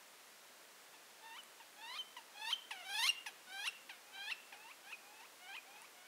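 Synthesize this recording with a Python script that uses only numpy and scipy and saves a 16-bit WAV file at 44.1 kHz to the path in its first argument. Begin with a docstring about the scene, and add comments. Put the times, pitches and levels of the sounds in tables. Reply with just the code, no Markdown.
"""Two woodpeckers calling

Two woodpeckers meet on a dead tree and trade a "wick-a, wick-a" call, made in the syrinx (voice box).
Each "wick" is a reedy upward slide that usually breaks into a whistle; a short falling "a" follows.
The second bird answers with soft whines. Claws tick, and trunks echo it all over a steady hiss."""
import sys
import numpy as np
from scipy import signal
from scipy.fft import rfft, irfft, next_fast_len
from scipy.io import wavfile
from scipy.ndimage import map_coordinates

SR = 44100
rng = np.random.default_rng(int(sys.argv[2]) if len(sys.argv) > 2 else 0)


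def generate_wav(signal):
    """Clip the signal to [-1, 1] and save it as 16-bit WAV at the path in sys.argv[1]."""
    frames = np.transpose(np.atleast_2d(signal))
    scaled = np.clip(frames, -1, 1) * 32767
    pcm = np.round(scaled).astype(np.int16)
    wavfile.write(sys.argv[1], SR, pcm)


N = 268083


def amp(db):
    """Turn decibels into a gain."""
    return 10 ** (np.asarray(db) / 20)


def unit(x):
    """Scale a sound to an average (rms) level of 1."""
    return x / np.sqrt(np.mean(x ** 2) + 1e-20)


def along(points, hz):
    """Read a curve of (frequency, value) points on a log frequency axis."""
    freqs, values = np.transpose(points)
    return np.interp(np.log(hz + 1), np.log(freqs + 1), values)


def wobble(n, rate):
    """A smooth random curve of n samples, with `rate` new values a second."""
    return map_coordinates(rng.standard_normal(n // 8 + 8), [np.arange(n) * rate / SR], mode="wrap")


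def filtered(x, response):
    """Turn each frequency up or down by the gain response(hz)."""
    n = x.shape[-1]
    padded = next_fast_len(n + 8192)
    return irfft(rfft(x, padded) * response(np.fft.rfftfreq(padded, 1 / SR)), padded)[..., :n]


def add(track, time, sound):
    """Mix a sound into the track at a time in seconds."""
    part = track[max(round(time * SR), 0):][:len(sound)]
    part += sound[:len(part)]


# Tone of the background: (frequency [Hz], relative level [dB])
HISS_TONE = [(15, -57), (25, -37), (129, -17), (240, -7), (274, -6.5), (359, -5), (510, -2), (723, -2),
             (1620, -2.5), (2700, -5), (4050, -7), (8160, -10), (15600, -15.5)]
def outdoor_hiss(level_db=-60.5):
    """Distant rustle and hiss blend into one steady noise."""
    noise = rng.standard_normal(N)
    return amp(level_db) * unit(filtered(noise, lambda hz: amp(along(HISS_TONE, hz))))


def harmonics(pitch, throat, jitter, flutter_db, beak=1):
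    """An unsteady syrinx makes harmonics (multiples of its pitch); throat and beak set their strengths."""
    n = len(pitch)
    pitch = pitch * (1 + jitter * (0.68 * wobble(n, 1100) + 0.87 * wobble(n, 170)))
    multiples = np.arange(1, 21)[:, None]
    hz = multiples * pitch
    lookup_hz = np.where(hz < 5000, hz / beak, hz)  # a beak ratio under 1 lowers the resonances
    strength = amp(along(throat, lookup_hz)) * (hz < SR / 2)
    flutter = amp(flutter_db * np.array([wobble(n, 155.7) for _ in multiples]))
    cycles = np.cumsum(hz, axis=1) / SR + rng.random(multiples.shape) / 2
    return hz, strength, np.sqrt(2) * flutter * np.sin(2 * np.pi * cycles)


# How the caller's throat and beak color its voice: (frequency [Hz], gain [dB])
CALLER_THROAT = [(1500, 4.5), (1800, -4), (2350, -1), (2780, -1.5), (3500, 1), (4400, -6.5), (5400, -14.5),
                 (6400, -16.5), (7400, -28), (8800, -21.5), (10000, -17.5), (11500, -25), (14300, -30),
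                 (16000, -37)]
def reedy_voice(pitch, base_db, treble_db, jitter, beak, second_db):
    """The caller's voice: a base tone (the first harmonic), a throaty middle and a raspy treble."""
    hz, strength, waves = harmonics(pitch, CALLER_THROAT, jitter, flutter_db=2.56, beak=beak)
    strength[1] *= amp(second_db)
    treble_share = np.clip((hz[1:] - 4600) / 600, 0, 1)

    def blend(gains):
        return (gains * waves[1:]).sum(0) / np.sqrt((gains ** 2).sum(0) + 1e-12)

    middle = blend(strength[1:] * (1 - treble_share))
    treble = blend(strength[1:] * treble_share)
    base_gain = np.minimum(amp(base_db), .9)
    body = base_gain * waves[0] + np.sqrt(1 - base_gain ** 2) * middle
    # swirling air puffs through the syrinx once a cycle, brighter than the tone
    puffs = rng.standard_normal(len(pitch)) * (1 + waves[0] / 2)
    rasp = unit(filtered(puffs, lambda f: amp(along(CALLER_THROAT, f)) * f))
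    return body + amp(treble_db) * (.95 * treble + .42 * rasp)


# The "a" notes: (time [s], pitch to fall from [Hz], pitch to fall to [Hz], level [dB],
# base tone share [dB], treble share [dB], length [s])
FALLING_NOTES = [(0.936, 927, 853, -55.5, -5, -24, 0.061), (1.597, 1056, 836, -52, -3, -27, .05),
                 (2.164, 1051, 904, -45, -3, -14.5, 0.054), (2.706, 1057, 788, -37.5, -7, -14, 0.15),
                 (3.26, 1008, 788, -38, -9.5, -12, 0.035), (3.891, 983, 753, -43.5, -9, -17.5, 0.078),
                 (4.522, 933, 748, -48, -7, -16, 0.069), (5.199, 890, 720, -57, -5.5, -14, .05),
                 (5.755, 1077, 682, -54, -4, -18, .05)]
def falling_notes(sag_hz_per_s=700, linger_db=-18, fade_s=0.021):
    """A sudden "a" whose pitch and strength sink as the syrinx relaxes, then linger softly."""
    out = np.zeros(N)
    for time, from_hz, to_hz, db, base_db, treble_db, length in FALLING_NOTES:
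        t = np.arange(int(length * SR)) / SR
        fall_hz = to_hz + (from_hz - to_hz) * np.exp(-t / 0.012)
        flick_hz = 500 * np.exp(-t / 0.00189)  # the note starts extra high for an instant
        pitch = fall_hz + flick_hz - sag_hz_per_s * t
        attack = np.minimum(t / 0.0069, 1)
        decay = amp(-10 * (t / 0.021) ** 1.12)
        linger = amp(linger_db) * np.minimum((length - t) / fade_s, 1)
        voice = reedy_voice(pitch, base_db, treble_db, jitter=0.0225, beak=0.78, second_db=-2)
        add(out, time, amp(db) * attack * np.maximum(decay, linger) * voice)
    return out


# Echoes from close branches and from farther trunks: (frequency [Hz], time to fade by 60 dB [s])
BRANCH_ECHO = [(500, 0.058), (3000, 0.075), (14000, 0.066)]
TRUNK_ECHO = [(1800, 0.6), (2950, 0.62), (4200, 0.26), (14000, 0.34)]
def echo(sound, fade_times, delay_s):
    """Trees scatter the sound into a blur in which each frequency dies at its own speed."""
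    hz, t, noise = signal.stft(rng.standard_normal(SR), SR, nperseg=256)
    fade = amp(-60 * t / along(fade_times, hz)[:, None])
    tail = signal.istft(noise * fade, SR, nperseg=256)[1]
    tail = np.pad(tail / np.linalg.norm(tail), (int(delay_s * SR), 0))
    return signal.fftconvolve(sound, tail)[:N]


def slide(length, from_hz, climb_hz, top_hz, whip_s, attack_s=.018, release_s=0.0027):
    """The pitch climbs steadily, then shoots to the top (the "whip"); the note eases in and stops short."""
    t = np.arange(int((length + release_s) * SR)) / SR
    progress = np.minimum(t / length, 1)
    whip = np.exp((progress - 1) * length / whip_s)  # near 0 for most of the note, 1 at its end
    pitch = from_hz + (climb_hz - from_hz) * progress + (top_hz - climb_hz) * whip
    fades = (1 - np.exp(-t / attack_s)) * np.clip((t[-1] - t) / release_s, 0, 1)
    return progress, whip, pitch, fades


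# The "wick" slides: (end time [s], length [s], starting pitch [Hz], goal of the slow climb [Hz],
# top pitch [Hz], whip time [s], quaver depth [share of pitch], quaver rate [Hz],
# level after the climb [dB], swell [dB], extra push in the whip [dB], base tone share [dB],
# second harmonic boost [dB], treble share [dB], beak resonance at the start [ratio],
# beak resonance at the end [ratio], hoarseness [0-1])
WICKS = [(1.384, 0.18, 874, 931, 1460, .013, .012, 8.6, -54.5, 7, 1, -4, 4, -18, 0.89, 0.91, .15),
         (1.979, 0.22, 811, 1037, 1337, 0.029, 0.015, 13.8, -47.5, 12.5, 0, -5, 2, -17.5, 0.84, 1.13, 0.4),
         (2.523, .19, 800, 931.6, 1476, .01, 0.0027, 13, -41.5, 18, 1, -7, 0, -13, 0.9, 1.03, 0.3),
         (3.083, 0.25, 727, 949, 1400, 0.028, 0.026, 22.5, -33.5, 21.5, -3, -10, -1, -9, 0.94, 1.05, 0.25),
         (3.677, .21, 725.6, 854, 1478, 0.013, 0.011, 14.3, -45, 10.5, 8.5, -10.5, 1.5, -12.5, 0.99, .94, 0.15),
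         (4.317, 0.2, 765, 839, 1405, 0.011, .01, 25.5, -45.5, 9.5, 5, -12.5, 1, -18.5, .92, 0.93, 0),
         (4.928, .095, 731, 884, 1406, .008, 0.0089, 23, -56, 5, 8.5, -7, 3.5, -14.5, 0.83, .8, .1),
         (5.569, 0.18, 689, 818, 1300, 0.015, 0.02, 14.3, -50.5, 13.5, 0.5, -10, -0.5, -22, 0.75, 0.77, .1),
         (6.14, .21, 705, 778, 1350, .012, 0.013, 13, -65, 2.5, 3, -8.5, -1, -27, 0.66, .72, .1)]
def wicks(quaver_swell_db=50, flap_ratio=.34):
    """The caller's quavering pitch climbs ever faster as its voice swells, brightens and turns hoarse."""
    out = np.zeros(N)
    for (end, length, from_hz, climb_hz, top_hz, whip_s, quaver, quaver_hz, db, swell_db, push_db,
         base_db, second_db, treble_db, beak_from, beak_to, hoarseness) in WICKS:
        progress, whip, pitch, fades = slide(length, from_hz, climb_hz, top_hz, whip_s)
        remaining, past_middle = 1 - progress, progress - .5
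        sway = quaver * np.cos(2 * np.pi * quaver_hz * length * remaining)
        pitch = pitch * (1 + sway)
        strain = np.clip((pitch - 830) / 350, 0, 1)
        voice = reedy_voice(pitch, second_db=second_db,
                            base_db=base_db - 5 * past_middle + 3.5 * whip,  # thins, returns in the whip
                            treble_db=treble_db + 2 * past_middle,
                            jitter=0.0084 + .018 * strain,
                            beak=beak_from + (beak_to - beak_from) * progress)
        # a hoarse syrinx also flaps at about a third of its pitch
        flap_hz = flap_ratio * pitch * (1 + 0.153 * wobble(len(pitch), 199.5))
        flap = 1 + hoarseness * strain * np.sin(2 * np.pi * np.cumsum(flap_hz) / SR)
        climb_db = db - swell_db * remaining ** 1.18  # grows fast at first, then levels off
        level_db = climb_db + push_db * whip + quaver_swell_db * sway
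        add(out, end - length, fades * amp(level_db) * flap * voice)
    return out


# Whistles that end the slides: (time [s], length [s], top pitch [Hz], end pitch [Hz], peak level [dB],
# second harmonic share [dB])
WHISTLE_NOTES = [(1.381, 0.028, 3040, 2890, -50, -34), (1.981, 0.039, 3128, 3000, -42, -20.5),
                 (2.526, 0.013, 3150, 2974, -30, -22), (3.088, 0.016, 2834, 2748, -26.5, -13),
                 (3.676, 0.015, 2804, 2620, -36, -15), (4.318, 0.012, 2720, 2575, -35.5, -19.5),
                 (4.928, 0.017, 2570, 2410, -44, -32), (5.571, 0.02, 2470, 2430, -49, -36)]
def whistles():
    """The voice breaks and jumps about an octave to a nearly pure, sagging tone."""
    out = np.zeros(N)
    for time, length, top_hz, end_hz, db, second_db in WHISTLE_NOTES:
        progress = np.linspace(0, 1, int(length * SR))
        pitch = top_hz + (end_hz - top_hz) * progress ** 2
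        pitch *= 1 + 0.0018 * wobble(len(pitch), 500)
        phase = 2 * np.pi * np.cumsum(pitch) / SR
        overtones = sum(amp(second_db - 6.3 * i) * np.sin((i + 2) * phase) for i in range(4))
        swell = np.interp(progress, [0, .25, .6, .92, 1], [0.055, 1, 0.63, 0.72, 0.16])
        add(out, time, np.sqrt(2) * amp(db) * swell * (np.sin(phase) + overtones))
    return out


# Claws touching the bark: (time [s], relative level [dB])
CLAW_TICKS = [(1.435, -43.5), (5.819, -43.5)]
# How the bark colors each tick: (frequency [Hz], gain [dB])
BARK_TONE = [(500, -20), (2500, -8), (5000, -15), (10000, -2), (16000, -28)]
def claw_ticks(fade_s=0.007):
    """Claws make tiny dry ticks as the birds shift their grip."""
    out = np.zeros(N)
    t = np.arange(SR // 50) / SR
    for time, db in CLAW_TICKS:
        add(out, time, amp(db + 6 - 60 * t / fade_s) * rng.standard_normal(len(t)))
    return filtered(out, lambda hz: amp(along(BARK_TONE, hz)))


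# How the second bird's throat and beak color its voice: (frequency [Hz], gain [dB])
PARTNER_THROAT = [(850, 2), (1250, -6), (1700, -9), (2100, -4), (2650, 1.5), (3400, -13), (5000, -19),
                  (9000, -48)]
# Its answers: (end time [s], length [s], starting pitch [Hz], goal of the slow climb [Hz],
# top pitch [Hz], whip time [s], level halfway [dB], swell [dB], extra push in the whip [dB])
SOFT_WHINES = [(4.19, .18, 790, 896, 925, 0.011, -68, 4, 1),
               (4.72, 0.21, 798, 934, 1400, .015, -61.5, 5, 6.5),
               (5.258, .235, 796.4, 908, 1350, .013, -62.5, 5, 3.5),
               (5.856, 0.21, 750, 916, 1340, .012, -63.5, -1, 6)]
def whines():
    """The second bird's syrinx makes thin upward slides, mostly first and third harmonic."""
    out = np.zeros(N)
    for end, length, from_hz, climb_hz, top_hz, whip_s, db, swell_db, push_db in SOFT_WHINES:
        progress, whip, pitch, fades = slide(length, from_hz, climb_hz, top_hz, whip_s)
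        _, strength, waves = harmonics(pitch, PARTNER_THROAT, jitter=0.01, flutter_db=2.0)
        voice = (strength * waves).sum(0) / np.linalg.norm(strength, axis=0)
        level_db = db + swell_db * (progress - 0.5) + push_db * whip
        add(out, end - length, fades * amp(level_db) * voice)
    return out


def scene():
    """Both birds among close branches and farther trunks, the same in the left and right channels."""
    birds = wicks() + whistles() + falling_notes() + whines() + claw_ticks()
    branches = amp(-8.5) * echo(birds, BRANCH_ECHO, delay_s=.005)
    trunks = amp(-16.5) * echo(birds, TRUNK_ECHO, delay_s=.025)
    heard = birds + branches + trunks + outdoor_hiss()
    return np.array([heard, heard])


def record(dry):
    """Cut away the very highest treble."""
    return filtered(dry, lambda hz: hz < 15720)


dry = scene()
out = record(dry)
generate_wav(out)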